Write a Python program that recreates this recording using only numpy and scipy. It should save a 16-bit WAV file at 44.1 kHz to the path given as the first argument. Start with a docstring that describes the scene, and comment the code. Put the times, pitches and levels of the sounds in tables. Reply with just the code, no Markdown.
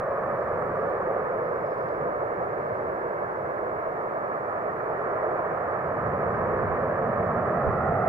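"""A huge fire far off at night, on a hand-held phone with two microphone ports 15 cm apart.
From the start: deep rumble, turbulent roar and a rush the air has robbed of treble, scattered by the town,
with a hollow echo off a surface close by and faint microphone hiss. Air nudges the right port, fingers rub
the case, and the phone pans so the fire drifts right. From about 4 s it swings back and the rush lifts;
from 5.4 s the rumble surges. Stronger puffs hit the port near the end, as the fire passes to the left."""
import sys
import numpy as np
from scipy import signal
from scipy.fft import rfft, irfft, next_fast_len
from scipy.io import wavfile
from scipy.ndimage import map_coordinates

SR = 44100
rng = np.random.default_rng(int(sys.argv[2]) if len(sys.argv) > 2 else 0)


def unload_audio(sound):
    """Save the sound as a 16-bit wav file, at the path given as the first command line argument."""
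    columns = np.transpose(np.atleast_2d(sound))
    # keep every value between -1 and 1, then stretch to whole-number steps
    steps = np.round(np.clip(columns, -1, 1) * 32767)
    wavfile.write(sys.argv[1], SR, steps.astype(np.int16))


N = 356328
T = np.arange(N) / SR

# strength of the fire from where we stand: (time [s], level [dB])
FIRE_STRENGTH = [(0.0, -30.5), (0.9, -29), (1.7, -31), (2.6, -31), (3.4, -31.5), (4.5, -32), (5.15, -29.5),
                 (5.8, -30.5), (6.4, -28.5), (7.1, -29), (8.08, -27)]
# the phone's aim: (time [s], bearing of the fire to the right [deg], lag of the near echo [ms])
PHONE_POSE = [(0, -2.5, 1.66), (.8, 6, 1.69), (1.5, 18, 1.75), (2.3, 25.5, 1.74), (3.4, 26.5, 1.83),
              (4.5, 22, 1.654), (5.5, 10.5, 1.702), (7.2, 0.5, 1.7), (8.08, -25, 1.48)]
# the flame's voices at this distance: (frequency [Hz], relative density [dB])
RUMBLE_SPECTRUM = [(15, -28.5), (35, -27.5), (60, -14), (100, -2.5), (160, 1), (200, 0), (240, 1),
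                   (300, -10.5), (450, -28)]
BOOM_SPECTRUM = [(15, -13.5), (40, -11), (65, -2.5), (95, 5), (140, -14.5), (250, -42.5)]
ROAR_SPECTRUM = [(150, -30.5), (270, -10), (340, -0.5), (420, 2.5), (560, 0.5), (700, 2), (850, -3.5),
                 (1100, -19.5), (1600, -52)]
RUSH_SPECTRUM = [(500, -24), (800, -2.5), (1000, 0.5), (1300, 1.5), (1700, -6), (2000, -15.5), (2400, -30),
                 (2800, -43), (3300, -56.5), (4500, -72)]
# a hollow hump drifting inside the roar: (time [s], centre [Hz])
HOLLOW_CENTRE = [(0, 565), (1.1, 510), (3.5, 600), (5.3, 612), (6, 590), (6.6, 500), (7.2, 590),
                 (8.08, 665)]
# brief flares of the roar: (time [s], length [s], lift [dB])
ROAR_FLARES = [(2.101, 0.097, 2.5), (2.404, 0.03, 3), (6.546, 0.14, 0.4)]
# very big eddies within the surge: (time [s], length [s], relative level [dB])
BOOM_SWELLS = [(6.347, .65, -46), (7.953, .42, -42.5)]
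# sound scattered by the town: (frequency [Hz], level against the straight path [dB])
TOWN_SCATTER = [(50, -12.5), (150, -23.5), (300, -2), (550, -12.5), (850, -3), (1150, -4.5), (1600, -3),
                (2100, 6), (3000, 9)]
# the hand's shadow on the left port: (frequency [Hz], gain [dB])
HAND_SHADE = [(100, -1), (320, -1), (520, -3), (900, -1.5), (1250, -4), (1800, -7), (2600, -2)]
# noises right at the microphones: (frequency [Hz], relative density [dB])
HISS_SPECTRUM = [(100, -6), (3500, 0), (5000, -3), (7000, -7), (9500, -9.5), (12000, -5.5), (15500, -2)]
BUFFET_SPECTRUM = [(15, -9), (40, -5), (75, 4.5), (120, 3.5), (200, -10), (400, -38.5)]
RUB_SPECTRUM = [(2000, -16.5), (3300, -0.5), (5000, -1), (6200, -10), (9000, -14.5), (15000, -26)]
# the strongest puffs on the right port: (time [s], length [s], level [dB])
AIR_PUFFS = [(.39, .07, -52), (0.567, .16, -50.5), (2.42, .063, -51), (6.59, .2, -38), (6.716, 0.052, -35),
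             (7.68, 0.041, -26.5)]
# fingers sliding on the case: (time [s], length [s], relative level [dB], left minus right [dB])
FINGER_RUBS = [(0.447, .2, -75, 8), (0.878, 0.3, -75.5, 11), (1.75, 0.28, -75, 11.5), (1.888, .006, -63, 8),
               (2.73, 0.29, -74, 5.5), (6.07, 0.0215, -75, -15), (6.351, 0.1, -78.5, 12),
               (7.267, .024, -77, -7)]
# thin squeaks of the grip: (time [s], length [s], pitch [Hz], relative level [dB])
GRIP_SQUEAKS = [(0.58, 0.37, 7800, -82), (1.453, 0.25, 5000, -79.5), (1.757, 0.28, 5010, -74.5),
                (5.316, .025, 3330, -73)]


def undb(db):
    """Decibels to gain."""
    return 10 ** (np.asarray(db) / 20)


def curves(table):
    """The columns of a table of times, joined by straight lines."""
    times, *columns = np.transpose(table)
    return [np.interp(T, times, column) for column in columns]


def rise(start_s, length_s):
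    """A straight rise from 0 to 1 that then holds."""
    return np.clip((T - start_s) / length_s, 0, 1)


def swell(peak_s, length_s):
    """A bell-shaped rise and fall."""
    return np.exp(-2 * ((T - peak_s) / length_s) ** 2)


def noise(spectrum):
    """Noise of rms 1 with the given colour, dying away above its last point."""
    hz, db = np.transpose(spectrum)
    size = next_fast_len(N, real=True)
    f = np.arange(1, size // 2) * SR / size
    f = f[f < 2 * hz[-1]]
    gain = undb(np.interp(np.log(f), np.log(hz), db)) * np.minimum(2 - f / hz[-1], 1)
    white = rng.standard_normal(size).view(complex)[:len(f)]
    x = irfft(white * gain, size)[:N]
    return x / x.std()


def walk(rate_hz):
    """A smooth random wander of spread 1 that changes about rate_hz times a second."""
    return noise([(rate_hz / 4, 0), (rate_hz, -6), (4 * rate_hz, -24)])


def narrow_band(hz, width_hz):
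    """A narrow band of noise of rms 1 whose centre may move."""
    phase = 2 * np.pi * np.cumsum(hz * np.ones(N)) / SR
    return walk(width_hz) * np.cos(phase) + walk(width_hz) * np.sin(phase)


def colour(x, spectrum):
    """Filter by a table of (frequency [Hz], gain [dB])."""
    hz, db = np.transpose(spectrum)
    size = next_fast_len(N, real=True)
    f = np.maximum(np.arange(size // 2 + 1) * SR / size, 1)
    gain = undb(np.interp(np.log(f), np.log(hz), db))
    return irfft(rfft(x, size) * gain, size)[..., :N]


def delay(x, lag_s):
    """The sound delayed by a moving lag."""
    return map_coordinates(x, [(T - lag_s) * SR], order=1, mode="mirror")


def rumble(strength_db, paths, surge_s=5.38):
    """Big eddies in the flame: they ebb slowly, then surge and keep growing, with two deep booms."""
    ebb_db = 0.64 * np.minimum(T, surge_s)
    surge_db = 8.5 * rise(surge_s, length_s=.7) + 1.5 * np.maximum(T - surge_s, 0)
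    level = undb(-42.5 + .65 * strength_db - ebb_db + surge_db + 1.1 * walk(6.8))
    booms = sum(undb(db) * swell(s, length) for s, length, db in BOOM_SWELLS)
    return np.array([level * noise(RUMBLE_SPECTRUM) + booms * noise(BOOM_SPECTRUM) for _ in range(paths)])


def roar(strength_db, bearing_deg, paths):
    """Smaller eddies churn and flare; a hollow hump, strongest on axis, drifts and slowly wanes."""
    hollow_hz, = curves(HOLLOW_CENTRE)
    hollow = undb(-0.08 * np.abs(bearing_deg) - T)  # wanes 1 dB a second
    flare_db = sum(db * swell(s, length) for s, length, db in ROAR_FLARES)
    level = undb(-30.5 + 1.22 * strength_db + flare_db + .5 * walk(17)) / np.sqrt(1 + hollow ** 2)
    waves = [noise(ROAR_SPECTRUM) + hollow * narrow_band(hollow_hz, width_hz=92) for _ in range(paths)]
    return level * np.array(waves)


def rush(strength_db, bearing_deg, paths):
    """Small eddies flutter, dulled by the long way through the air; they lift ahead of the rumble."""
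    lift_db = 2 * rise(start_s=3.74, length_s=2.3)
    off_axis_db = 0.0188 * np.abs(bearing_deg)
    level = undb(-35 + .45 * strength_db - off_axis_db + lift_db + 0.56 * walk(30))
    return level * np.array([noise(RUSH_SPECTRUM) for _ in range(paths)])


def near_echo(ports, bearing_deg, echo_ms):
    """A surface close by cuts a sliding comb of notches, deeper as the phone swings towards it."""
    lags_ms = echo_ms + 0.13, echo_ms  # the left port is further from the surface
    bounced = np.array([delay(x, ms / 1000) for x, ms in zip(ports, lags_ms)])
    share = 0.41 - 0.0033 * bearing_deg
    return (ports + share * bounced) / np.sqrt(1 + share ** 2)


def distant_fire(usual_db=-30, port_spacing_m=0.15, port_skew_deg=12):
    """The flame at the two ports: straight, scattered across the town and off the near surface."""
    bearing_deg, echo_ms = curves(PHONE_POSE)
    strength_db = curves(FIRE_STRENGTH)[0] - usual_db
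    paths = 3  # unrelated waves: one straight, and one scattered to each port
    straight, *scattered = (rumble(strength_db, paths) + roar(strength_db, bearing_deg, paths)
                            + rush(strength_db, bearing_deg, paths))
    # the left port hears it later when the fire stands to the right
    extra_path_m = port_spacing_m * np.sin(np.radians(bearing_deg + port_skew_deg))
    direct = np.array([delay(straight, extra_path_m / 343), straight])
    town = colour(np.array(scattered), TOWN_SCATTER)  # short waves scatter more
    left, right = near_echo(direct + town, bearing_deg, echo_ms)
    left = colour(left, HAND_SHADE) * undb(1.2 - 0.12 * T)  # the hand creeps over this port
    return np.array([left, right]) * undb(1.0)


def microphone_hiss():
    """Each microphone's own faint noise floor."""
    return np.array([noise(HISS_SPECTRUM), noise(HISS_SPECTRUM)]) * undb(-69.5)


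def wind_on_port():
    """Small eddies and a few stronger puffs press on the right port and barely reach the left."""
    puffs = sum(undb(db) * swell(s, length) for s, length, db in AIR_PUFFS)
    calm_db = 14.5 * rise(start_s=3.9, length_s=.3)  # the air between puffs falls calm
    eddies = undb(-61 + 5 * walk(8) - calm_db)
    return noise(BUFFET_SPECTRUM) * (puffs + eddies) * undb([[-20], [0]])


def handling_noise():
    """Skin catches and slips on the case in faint, uneven rubs and squeaks, mostly by the left port."""
    slides = sum(undb(db + np.array([[pan], [-pan]]) / 2) * swell(s, length)
                 for s, length, db, pan in FINGER_RUBS)
    squeaks = sum(undb(db) * swell(s, length) * narrow_band(hz, width_hz=220)
                  for s, length, hz, db in GRIP_SQUEAKS)
    grip_shift = undb(-84 + 7 * walk(12)) * swell(peak_s=8, length_s=1.1)  # as the phone swings back
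    rubs = (slides + grip_shift) * np.array([noise(RUB_SPECTRUM), noise(RUB_SPECTRUM)])
    catch_and_slip = undb(-4.5 + 2.5 * walk(60))
    return (rubs + squeaks * undb([[1], [-5]])) * catch_and_slip


def scene():
    """The fire in the distance, with the small sounds right at the microphones."""
    return distant_fire() + microphone_hiss() + wind_on_port() + handling_noise()


def record(dry):
    """The phone cuts the top steeply above 15.7 kHz."""
    return signal.sosfilt(signal.ellip(10, .1, 80, 15720, fs=SR, output="sos"), dry)


dry = scene()
out = record(dry)
unload_audio(out)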